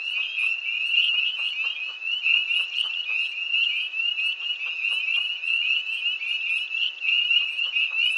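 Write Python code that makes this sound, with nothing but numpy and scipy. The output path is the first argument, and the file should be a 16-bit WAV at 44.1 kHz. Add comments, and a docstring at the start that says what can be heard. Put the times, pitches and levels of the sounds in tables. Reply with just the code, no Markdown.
"""Night at a pond. From the start, faint hiss, a motor's hum and a fine patter lie under a blur of far
tree frogs. Near frogs stand out, each peep a short rising whistle with a little crackle, and the trees
echo them. Almost at once a distant animal croaks low, pushing pulses and air through its throat in runs
of four. Short rattles follow, then faint dry clicks and, after a second, the first sharp, loud cracks.
At about two and a half seconds a ticking caller joins in, and it comes back twice."""
import sys
import numpy as np
from scipy import signal
from scipy.fft import rfft, irfft
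from scipy.io import wavfile

SR = 44100
rng = np.random.default_rng(int(sys.argv[2]) if len(sys.argv) > 2 else 0)


def bounce(signal):
    """Save signal as a 16-bit WAV file at the path given by the first command-line argument."""
    frames = np.transpose(np.atleast_2d(signal))
    limited = np.clip(frames, -1, 1)
    pcm = np.round(limited * 32767).astype(np.int16)
    wavfile.write(sys.argv[1], SR, pcm)


N = 360297


def gain_of(db):
    """Turns decibels into a number to multiply a sound by."""
    return 10 ** (np.asarray(db) / 20)


def unit_rms(x):
    """Scales a sound so that its average strength (rms) is 1."""
    return x / np.sqrt(np.mean(x ** 2) + 1e-20)


def db_at(curve, hz):
    """Looks up a level between rows of (Hz, dB), with the frequencies spaced by octaves."""
    row_hz, row_db = np.transpose(curve)
    return np.interp(np.log(hz + 1), np.log(row_hz + 1), row_db)


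def add(mix, start_s, sound):
    """Adds a sound to the mix, dropping whatever falls outside it."""
    start = round(start_s * SR)
    sound = sound[max(-start, 0):]
    part = mix[max(start, 0):][:len(sound)]
    part += sound[:len(part)]


def wander(t, per_s):
    """A random drift of size about 1: ten slow waves, each with up to per_s swings a second."""
    speed, start = rng.random((2, 10, 1))
    coarse_t = np.linspace(t[0], t[-1], 64)
    waves = np.sin(2 * np.pi * (per_s * speed * coarse_t + start))
    return np.interp(t, coarse_t, waves.sum(0) * np.sqrt(2 / 10))


def resonate(x, hz, width_hz):
    """Lets a sound ring near one pitch; filtering twice shuts out more of the rest."""
    b, a = signal.iirpeak(hz, hz / width_hz, SR)
    return signal.lfilter(b, a, signal.lfilter(b, a, x))


# The tone of the hiss. Each row: frequency in Hz, relative level in dB.
HISS_TONE = [(200, -41), (270, -7.5), (450, -5), (1000, -3), (1400, -0.5), (2000, -2), (3400, -3.5),
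             (4800, -11.5), (6500, -13.5), (7400, -25), (8200, -50)]

def hiss(level_db=-57):
    """Steady, soft noise, strongest in the middle pitches."""
    spectrum = rfft(rng.standard_normal(N)) * gain_of(db_at(HISS_TONE, np.fft.rfftfreq(N, 1 / SR)))
    return gain_of(level_db) * unit_rms(irfft(spectrum, N))


# The motor's harmonics, at 2 to 11 times its pitch. Each entry: average (rms) level in dB.
MOTOR_HARMONICS_DB = [-77.5, -74, -72.5, -71.5, -72.5, -70, -71, -75, -74, -97]

def motor_hum(motor_hz=188.25, waver_hz=.4):
    """A small motor hums, and its speed wavers slightly."""
    phase = 2 * np.pi * np.cumsum(motor_hz + waver_hz * wander(np.arange(N) / SR, 2.2)) / SR
    return np.sqrt(2) * sum(gain_of(db) * np.sin(k * phase + 2 * np.pi * rng.random())
                            for k, db in enumerate(MOTOR_HARMONICS_DB, start=2))


def tick(hz, ring_s, onset=1, edge=0, low_cut_hz=2350):
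    """One very short, pitched tick. A higher onset starts softer; edge adds a thin, bright top."""
    t = np.arange(SR // 50) / SR
    ring = (t / ring_s * np.exp(1 - t / ring_s)) ** onset
    phase = 2 * np.pi * hz * t
    pulse = ring * np.sin(phase) + edge * ring ** 2 * np.sin(3 * phase)
    return signal.sosfilt(signal.butter(4, low_cut_hz, "highpass", fs=SR, output="sos"), pulse)


def patter(level_db=-66, per_s=300, spread_db=6, clump=0.78, low_hz=3500, high_hz=6700, pitches=12):
    """Tiny, bright, far-off ticks that come in clumps."""
    out, t = np.zeros(N), np.arange(N) / SR
    knots_s = np.arange(0, N / SR + 1, .06)
    busyness = np.interp(t, knots_s, rng.standard_normal(len(knots_s)))
    hits_per_s = per_s / pitches * np.exp(clump * busyness)
    for hz in np.geomspace(low_hz, high_hz, pitches):
        hits = rng.random(N) < hits_per_s / SR
        strength = gain_of(spread_db * np.minimum(rng.exponential(1, N), 3))
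        out += signal.oaconvolve(hits * strength, tick(hz, ring_s=.0005))[:N] * (low_hz / hz) ** 2
    return gain_of(level_db) * unit_rms(out)


# The vocal sac, a frog's throat pouch, sends out low pitches weakly, so deep peeps swell in as they rise.
# Each row: frequency in Hz, change of level in dB.
SAC_RESPONSE = [(2260, -4), (2420, 0)]

def peep_shape(length_s, mid_hz, climb_hz, waver_hz=7, flutter_db=3, arch_db=24.5, loudest_at=0.58,
               attack_s=0.016, release_s=0.0061):
    """The course of one peep: the pitch climbs and levels off while the effort swells and sinks."""
    t = np.arange(0, length_s, 1 / SR)
    progress = t / length_s
    bow_hz = 22 + 0.043 * (mid_hz - 2750)  # higher peeps level off sooner
    hz = mid_hz + climb_hz * (progress - .5) - bow_hz * (2 * progress - 1) ** 2
    hz += waver_hz * wander(t, 46.94)
    fade = np.clip(np.minimum(t / attack_s, (length_s - t) / release_s), 0, 1)
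    swell_db = flutter_db * wander(t, 37.5) - arch_db * (progress - loudest_at) ** 2
    # Half of the swell shapes the whole voice; the other half goes with the sac.
    effort = np.sqrt(2) * np.sin(np.pi / 2 * fade) ** 2 * gain_of(swell_db / 2)
    sac_gain = gain_of(swell_db / 2 + db_at(SAC_RESPONSE, hz))
    phase = 2 * np.pi * (np.cumsum(hz) / SR + rng.random())
    return hz, phase, effort, sac_gain


# The tone of the overtones that leak through the throat. Each row: frequency in Hz, relative level in dB.
OVERTONE_TONE = [(3400, -0.5), (3900, 2), (4300, 1.5), (4800, -7.5), (5600, -4.5), (6200, -15), (6800, -10),
                 (7400, -14.5), (8000, -37.5)]

def frog_voice(hz, phase, effort, sac_gain, whistle_db, overtone_db, folds_db=-35.5, uneven_db=3.5):
    """The vocal folds beat at half the whistle's pitch; the sac favours their second harmonic."""
    t = np.arange(len(hz)) / SR
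    overtones = np.zeros(len(t))
    for k in (3, 4, 5):  # each of these harmonics of the folds swells and shakes on its own
        db = overtone_db + uneven_db * wander(t, 18) + db_at(OVERTONE_TONE, k * hz / 2)
        overtones += gain_of(db) * np.sin(k * phase / 2 + 0.31 * wander(t, 130))
    whistle = np.sin(phase) + gain_of(folds_db) * np.sin(phase / 2)
    return effort * (gain_of(whistle_db) * sac_gain * whistle + overtones)


# How the far chorus swells and sinks. Each row: time in seconds, relative level in dB.
FAR_LOUDNESS = [(0, -25), (1.001, -33), (2.202, -29.5), (4, -29), (6.851, -30.5), (6.96, -36.5),
                (7.1, -24.5), (8.17, -40.5)]

def far_frogs(count=170, mid_hz=2700, spread_hz=105, length_s=.15, climb_hz=280, spread_db=2.5,
              level_db=-7):
    """A blur of peeps from across the pond, each with its own pitch and distance."""
    out = np.zeros(N)
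    starts = (np.arange(count) + rng.random(count)) / count * (N / SR + length_s) - length_s
    frogs = np.clip(rng.standard_normal((count, 2)), -1.7, 1.7)
    for start_s, (smallness, nearness) in zip(starts, frogs):
        shape = peep_shape(length_s, mid_hz + spread_hz * smallness, climb_hz)
        peep = frog_voice(*shape, whistle_db=0, overtone_db=-28)
        add(out, start_s, gain_of(spread_db * nearness) * peep)
    swell_db = np.interp(np.arange(N) / SR, *np.transpose(FAR_LOUDNESS))
    return unit_rms(out) * gain_of(level_db + swell_db)


# The tone of a shrill peep's thin top edge. Each row: frequency in Hz, relative level in dB.
SHRILL_TONE = [(7300, -13), (8000, -4), (8650, 7), (9200, 1), (10500, 4.5), (11300, -4.5)]
# The near peeps. Each row: start in seconds, length in seconds, halfway pitch in Hz, climb in Hz,
# whistle level in dB, overtone level in dB, shrillness from 0 to 1.
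NEAR_PEEPS = [(0.005, 0.14, 2854, 250, -30.5, -59.5, 0.16), (0.086, 0.2, 2780, 234.6, -30.5, -75, 0.02),
              (0.136, 0.11, 2543, 171, -28.5, -63, 0), (0.14, 0.24, 2440, 332, -41.5, -59, 0),
              (0.185, 0.18, 3126, 325, -38, -67.5, 0.09), (0.327, 0.15, 2670, 270, -31.0, -72.5, 0),
              (0.347, 0.2, 2621, 317.4, -27.5, -58, 0.17), (0.377, 0.096, 2480, 130, -30, -59.5, 0.5),
              (0.432, 0.26, 2717, 559, -36, -68, 0.12), (0.604, 0.18, 2778, 325, -31, -75.5, 0),
              (0.645, 0.18, 2722, 307, -33, -67.5, 0), (0.647, 0.29, 2552, 485, -33, -68.5, 0),
              (0.694, 0.17, 2485, 179, -35, -71.5, 0.12), (0.786, 0.15, 2811, 330, -29.5, -60, 0.14),
              (0.873, 0.14, 2774, 278.5, -23.5, -61, 0), (0.926, 0.19, 2548, 243, -31.0, -69, 0.06),
              (0.929, 0.12, 2889, 296, -30.5, -57, 0.03), (0.948, 0.17, 2785, 305, -22.5, -58, 0),
              (0.976, 0.13, 2693, 174.5, -32, -67.5, 0.17), (1.081, 0.123, 2813, 329, -23.5, -62.5, 0.03),
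              (1.13, 0.23, 2803, 558, -28.5, -61.5, 0), (1.134, 0.154, 2583, 244.5, -28.5, -65, 0.12),
              (1.341, 0.18, 2822, 327, -30.5, -64, 0.22), (1.358, 0.18, 2750, 433, -30.5, -60, 0),
              (1.37, 0.12, 2535, 153, -32, -68, 0), (1.518, 0.22, 2450, 336, -38, -58, 0),
              (1.526, 0.192, 2657, 446, -28, -62, 0), (1.599, 0.18, 3120, 336, -38, -68, 0),
              (1.749, 0.17, 2549, 257, -32.5, -65.5, 0), (1.789, 0.17, 2910, 202, -37, -64, 0),
              (2.02, 0.12, 2663, 225, -30, -73.5, 0), (2.061, 0.14, 2882, 364, -27, -60.0, 0),
              (2.218, 0.16, 2609, 273, -26.5, -62, 0.12), (2.228, 0.15, 2707, 292, -26, -66, 0),
              (2.229, 0.2, 2807, 288.5, -24.5, -59, 0), (2.254, 0.21, 2532, 290, -32, -75.5, 0.1),
              (2.265, 0.24, 2505, 434, -34.5, -67.5, 0.03), (2.464, 0.18, 2810, 395, -30.5, -62.5, 0),
              (2.469, 0.19, 2545, 309.5, -29.5, -57, 0.54), (2.481, 0.125, 2830, 311, -22.5, -63, 0),
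              (2.532, 0.099, 2757, 211, -28, -74, 0), (2.708, 0.16, 2760, 470, -33.5, -62.5, 0.06),
              (2.712, 0.17, 2900, 382, -28.5, -57.5, 0.19), (2.882, 0.14, 2814, 334, -29.5, -62, 0.03),
              (2.926, 0.14, 2827, 287, -32.5, -69, 0.1), (3.051, 0.208, 2681, 446, -28, -61.5, 0),
              (3.073, 0.21, 2450, 329, -38, -59.5, 0), (3.076, 0.19, 2543, 174.5, -27.5, -60.5, 0.07),
              (3.105, 0.235, 2625, 504.4, -34.5, -62.5, 0.18), (3.31, 0.26, 2643, 530, -33.5, -74.5, 0),
              (3.345, 0.15, 2780, 254.5, -31, -69, 0.03), (3.494, 0.14, 2860, 351, -27.5, -65, 0.1),
              (3.532, 0.12, 2704, 194, -25.5, -63.5, 0), (3.538, 0.19, 2795, 295, -26, -58, 0),
              (3.54, 0.15, 2672, 309, -30.5, -66, 0), (3.666, 0.16, 2596, 221, -32.0, -68.5, 0),
              (3.673, 0.2, 3022, 428, -39, -61, 0), (3.7, 0.19, 2490, 370, -30.5, -67.5, 0.18),
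              (3.748, 0.12, 2850, 257, -31.5, -77.5, 0.02), (3.921, 0.21, 2741, 383, -24.5, -64, 0.09),
              (4.151, 0.18, 2825, 313.4, -28, -57, 0.15), (4.166, 0.15, 2608, 260.5, -27, -66, 0),
              (4.387, 0.16, 2850, 221, -28.5, -61, 0), (4.586, 0.23, 2460, 338, -37.5, -56.5, 0),
              (4.593, 0.15, 2745, 339, -32, -76, 0), (4.767, 0.25, 2831, 492, -31, -74, 0),
              (4.773, 0.17, 2657, 367.5, -29.5, -60.5, 0), (4.804, 0.21, 2561, 346.5, -29, -58.5, 0.35),
              (4.998, 0.27, 2707, 501.6, -26.5, -59.5, 0), (5.053, 0.18, 2771, 317.3, -26.5, -64, 0),
              (5.056, 0.27, 2510, 398.6, -33.5, -71.0, 0.18), (5.245, 0.13, 2864, 239, -31, -73, 0.1),
              (5.41, 0.14, 2694, 277, -30.5, -62, 0.15), (5.415, 0.17, 2802, 253, -29.5, -61.5, 0.19),
              (5.462, 0.2, 2745, 386, -25, -67, 0), (5.606, 0.111, 2485, 184, -33, -74, 0),
              (5.617, 0.16, 2810, 312.6, -31, -60, 0), (5.617, 0.17, 2613, 323, -26, -65, 0),
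              (5.648, 0.17, 2810, 361, -28, -59, 0), (5.849, 0.16, 3090, 311, -38, -61.5, 0.06),
              (5.853, 0.18, 2840, 331, -38, -66.5, 0.21), (5.86, 0.115, 2669, 201.4, -29, -63.5, 0),
              (5.989, 0.2, 2585, 280, -33.5, -75, 0.03), (6.015, 0.13, 2855, 357, -27, -63, 0),
              (6.188, 0.25, 2422, 380, -38, -58.5, 0.11), (6.201, 0.18, 2534, 279, -32, -70, 0.14),
              (6.203, 0.17, 2785, 353, -29.5, -62, 0), (6.375, 0.12, 2730, 313, -30.5, -73, 0),
              (6.421, 0.236, 2736, 520.6, -28.5, -64, 0), (6.452, 0.21, 2569, 328, -29.5, -57, 0.33),
              (6.467, 0.085, 2455, 108.5, -31, -63, 0.16), (6.692, 0.19, 2746, 244.4, -28.5, -60.5, 0.06),
              (6.707, 0.12, 2668, 179, -30.5, -63, 0), (6.759, 0.14, 2940, 276, -31, -72, 0.03),
              (6.79, 0.092, 2890, 161, -28.5, -59.5, 0), (7.017, 0.19, 2772, 351.3, -25, -59, 0.05),
              (7.035, 0.25, 2729, 419.6, -26, -63.5, 0.11), (7.052, 0.18, 2472, 369, -33, -69.5, 0.09),
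              (7.055, 0.104, 2578, 192, -30.5, -64, 0), (7.255, 0.15, 2764, 229, -29, -62.5, 0.02),
              (7.282, 0.11, 2814, 274, -21.0, -60.5, 0.12), (7.283, 0.167, 2733, 335, -29.5, -63.5, 0),
              (7.328, 0.21, 2555, 272.7, -32, -71.0, 0), (7.4, 0.2, 2790, 296, -35.5, -64.5, 0.18),
              (7.474, 0.25, 2610, 493, -35, -77, 0), (7.554, 0.15, 2831, 410, -27.5, -59.5, 0),
              (7.567, 0.096, 2758, 219, -30, -68, 0), (7.72, 0.22, 2403, 349.5, -40.5, -58.5, 0),
              (7.722, 0.15, 2590, 252, -25, -61, 0.14), (7.723, 0.13, 2847, 242, -31, -69, 0),
              (7.768, 0.1, 2776, 152, -29.5, -65, 0.1), (7.861, 0.17, 2627, 305.4, -33, -62, 0),
              (7.923, 0.17, 2757, 413, -25, -61.5, 0), (7.973, 0.21, 2534, 329, -32.5, -57, 0.47),
              (7.992, 0.11, 2910, 212, -26, -58, 0), (8.022, 0.2, 2506, 329, -35.5, -62, 0.13),
              (8.084, 0.184, 2730, 247, -25, -64, 0.2)]

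def near_frogs(shrill_above=.13, shrill_db=-53, unsteady_db=4, edge_arch_db=70, edge_at=0.59):
    """The peeps that stand out; a shrill one gains a thin, high edge at the height of its effort."""
    out = np.zeros(N)
    for start_s, length_s, mid_hz, climb_hz, whistle_db, overtone_db, shrillness in NEAR_PEEPS:
        hz, phase, effort, sac_gain = peep_shape(length_s, mid_hz, climb_hz)
        t = np.arange(len(hz)) / SR
        edge = sum(gain_of(db_at(SHRILL_TONE, k * hz)) * np.sin(k * phase) for k in (3, 4))
        edge_db = shrill_db + unsteady_db * wander(t, 22) - edge_arch_db * (t / length_s - edge_at) ** 2
        peep = frog_voice(hz, phase, effort, sac_gain, whistle_db, overtone_db)
        if shrillness > shrill_above:
            peep += shrillness * effort * gain_of(edge_db) * edge
        add(out, start_s, peep)
    return out


def tree_echoes(x, die_away_s=0.59, delay_s=0.005, echoes_per_s=1500, dull_hz=4500):
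    """Scattered echoes from trunks and banks, dulled by leaves and dying away."""
    t = np.arange(SR) / SR
    bounces = rng.standard_normal(SR) * (rng.random(SR) < echoes_per_s / SR)
    bounces *= (t > delay_s) * gain_of(-60 * t / die_away_s)
    echoes = signal.fftconvolve(x, bounces / np.linalg.norm(bounces))[:N]
    return signal.lfilter(*signal.butter(4, dull_hz, fs=SR), echoes)


def crackle(count=220, level_db=-40, spread_db=4, hz=2780, scatter_hz=140):
    """Rough grain in the voices: small pulses at random moments during the near peeps."""
    out = np.zeros(N)
    for which, place, size, pitch in rng.random((count, 4)):
        start_s, length_s = NEAR_PEEPS[int(which * len(NEAR_PEEPS))][:2]
        db = level_db + spread_db * min(-np.log(1 - size), 3)  # many weak, a few strong
        pulse = tick(hz + scatter_hz * (2 * pitch - 1), ring_s=.0014)
        add(out, start_s + place * length_s, gain_of(db) * pulse)
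    return out


# Where the croaker's throat rings. Each row: pitch in Hz, width in Hz, relative level in dB.
THROAT_RESONANCES = [(567, 260, -1), (888, 120, 1), (1160, 490, 5.5)]
# The runs of croaks; the first is already under way. Each row: start in seconds, relative level in dB.
RUNS_OF_CROAKS = [(-0.324, -40), (1.141, -37), (2.347, -37.5), (4.417, -38), (7.413, -39.5)]
# A run swells and sinks. Each entry: change of level in dB for one of its four croaks.
RUN_SWELL_DB = [-5, -1, 0, -1.5]

def croaks(pulse_hz=175, breath=0.92, gap_s=.252, width_s=.012, late_s=0.0055, level_db=-7, top_hz=1900):
    """Each croak is a few uneven pulses and a puff of air through a low throat."""
    out, t = np.zeros(N), np.arange(-SR // 20, SR // 20) / SR
    fade = np.exp(-.5 * (t / width_s) ** 2)
    for start_s, db in RUNS_OF_CROAKS:
        for k, swell_db in enumerate(RUN_SWELL_DB):
            cycles = np.cumsum(pulse_hz * (1 + 0.092 * wander(t, 40))) / SR
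            pulses = np.diff(np.floor(cycles), prepend=0)  # one for each finished cycle
            airflow = unit_rms(pulses) + breath * rng.standard_normal(len(t))
            throat = sum(gain_of(ring_db) * resonate(airflow, hz, width_hz)
                         for hz, width_hz, ring_db in THROAT_RESONANCES)
            croak = unit_rms(signal.lfilter(*signal.butter(4, top_hz, fs=SR), throat)) * fade
            add(out, start_s + k * gap_s + late_s + t[0], gain_of(db + swell_db + level_db) * croak)
    return out


# Short rattles over the peeps. Each row: start in seconds, length in seconds, relative level in dB.
RATTLE_BURSTS = [(0.22, 0.038, -28), (.425, 0.073, -38), (0.941, 0.033, -32), (1.006, 0.087, -23.5),
                 (1.245, 0.084, -26.5), (1.446, 0.07, -29.5), (2.779, 0.064, -28), (3.241, 0.042, -32),
                 (3.625, 0.036, -28), (4.416, 0.047, -29.5), (4.651, 0.043, -36), (5.138, 0.028, -26),
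                 (5.478, .025, -35), (5.653, 0.034, -35.5), (5.752, 0.021, -28), (6.808, 0.082, -27),
                 (7.381, 0.038, -30.5), (7.638, 0.032, -28.5), (7.815, 0.068, -36)]

def rattles(level_db=0.5, fade_db=8, gap_s=0.007, jitter_s=0.0011, uneven_db=3, hz=3080, scatter_hz=90):
    """Quick, uneven runs of sharp ticks near 3 kHz, rasping over loud peeps."""
    out = np.zeros(N)
    for start_s, length_s, db in RATTLE_BURSTS:
        for t in np.arange(0, length_s, gap_s):
            early, strength, pitch = np.clip(rng.standard_normal(3), -2, 2)
            pulse_db = db + level_db + uneven_db * strength - fade_db * (2 * t / length_s - 1) ** 2
            pulse = tick(hz + scatter_hz * pitch, ring_s=.0011)
            add(out, start_s + t - jitter_s * early, gain_of(pulse_db) * pulse)
    return out


# Faint dry clicks. Each row: start in seconds, relative level in dB.
DRY_CLICKS = [(0.602, -48), (1.509, -51), (1.6608, -39), (2.1168, -40), (2.684, -44), (2.697, -41),
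              (2.755, -44), (2.764, -39), (2.776, -46), (2.802, -38), (2.906, -48), (3.317, -42),
              (4.8913, -44), (5.108, -46)]

def clicks(level_db=-1, hz=5500, width_hz=1600, decay_s=0.0022):
    """Tiny snaps of noise, brighter than the frogs."""
    out, t = np.zeros(N), np.arange(SR // 50) / SR
    for start_s, db in DRY_CLICKS:
        snap = resonate(rng.standard_normal(len(t)) * np.exp(-t / decay_s), hz, width_hz)
        add(out, start_s, gain_of(db + level_db) * snap / abs(snap).max())
    return out


# Single sharp cracks. Each row: start in seconds, level in dB, pitch in Hz, shrillness from 0 to 1.
SHARP_CRACKS = [(1.03, -22, 2960, 0.13), (1.045, -18, 2980, 0.58), (1.072, -27, 3140, 0.1),
                (1.08, -28, 3150, 0.07), (1.263, -18.5, 2730, 0.05), (1.299, -28, 3067, 0.1),
                (2.783, -13.5, 2920, 0.06), (2.799, -20, 2870, 0.6), (2.809, -12.5, 2906, 1),
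                (3.647, -23.5, 3080, 0), (4.66, -16.5, 2650, 0.05), (4.884, -18, 2800, 0),
                (5.756, -21.5, 2910, 0.25), (6.831, -26, 3110, 0.3), (7.382, -23, 2740, 0)]

def cracks(edge_db=-22):
    """Sharp, loud cracks near 3 kHz, some with a thin, bright edge."""
    out = np.zeros(N)
    for start_s, db, hz, shrillness in SHARP_CRACKS:
        pulse = tick(hz, ring_s=.0022, onset=1.6, edge=shrillness ** 2 * gain_of(edge_db))
        add(out, start_s, gain_of(db) * pulse)
    return out


# Three runs of about ten ticks a second. Each row: start in seconds, relative level in dB.
CALLER_TICKS = [(2.5381, -33.5), (2.6349, -36), (2.7322, -29.5), (2.833, -34), (2.9342, -30), (3.036, -34),
                (4.0745, -43), (4.1929, -35), (4.3181, -33.5), (4.4267, -41), (4.5514, -35.5), (6.245, -39),
                (6.315, -38), (6.4048, -37), (6.4892, -34), (6.5784, -32), (6.6742, -33), (6.7733, -28.5),
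                (6.8758, -27), (6.9795, -30.5), (7.0808, -31), (7.212, -36)]

def ticking_caller(level_db=-1, hz=3230, width_hz=600, decay_s=0.011, rise_s=0.006, scatter_hz=90):
    """Dry ticks just above the whistles: short bursts of noise ring in a vocal sac, no two alike."""
    out, t = np.zeros(N), np.arange(SR // 50) / SR
    for start_s, db in CALLER_TICKS:
        centre_hz = hz + scatter_hz * rng.uniform(-1, 1)
        stretch = 2 ** rng.uniform(-1, 1)
        band_hz = [centre_hz - width_hz / 2, centre_hz + width_hz / 2]
        sac = signal.butter(3, band_hz, "bandpass", fs=SR, output="sos")
        fade = np.minimum(t / rise_s, 1) * np.exp(-t / (decay_s * stretch)) * (1 - t / t[-1])
        burst = signal.sosfilt(sac, rng.standard_normal(len(t)) * fade)
        add(out, start_s, gain_of(db + level_db) * burst / abs(burst).max())
    return out


def scene(peep_echo_db=-10.5, croak_echo_db=-7, tick_top_hz=6600):
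    """Mixes callers, echoes, hiss and hum; the small ticks lose their highest pitches."""
    peeps, croaking = near_frogs(), croaks()
    echoes = tree_echoes(gain_of(peep_echo_db) * peeps + gain_of(croak_echo_db) * croaking)
    tick_top = signal.butter(10, tick_top_hz, fs=SR, output="sos")
    small_ticks = signal.sosfilt(tick_top, rattles() + crackle() + ticking_caller() + clicks() + patter())
    return (peeps + far_frogs() + small_ticks + cracks() + croaking + echoes + hiss() + motor_hum())[None]


def record(dry, low_cut_hz=258, high_cut_hz=12200):
    """Steeply cuts away the deep bass, then the very highest treble."""
    thin = signal.sosfilt(signal.butter(12, low_cut_hz, "highpass", fs=SR, output="sos"), dry)
    high_cut = signal.firwin(511, high_cut_hz, window=("kaiser", 9), fs=SR)
    return signal.oaconvolve(thin, high_cut[None], "same")


dry = scene()
out = record(dry)
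bounce(out)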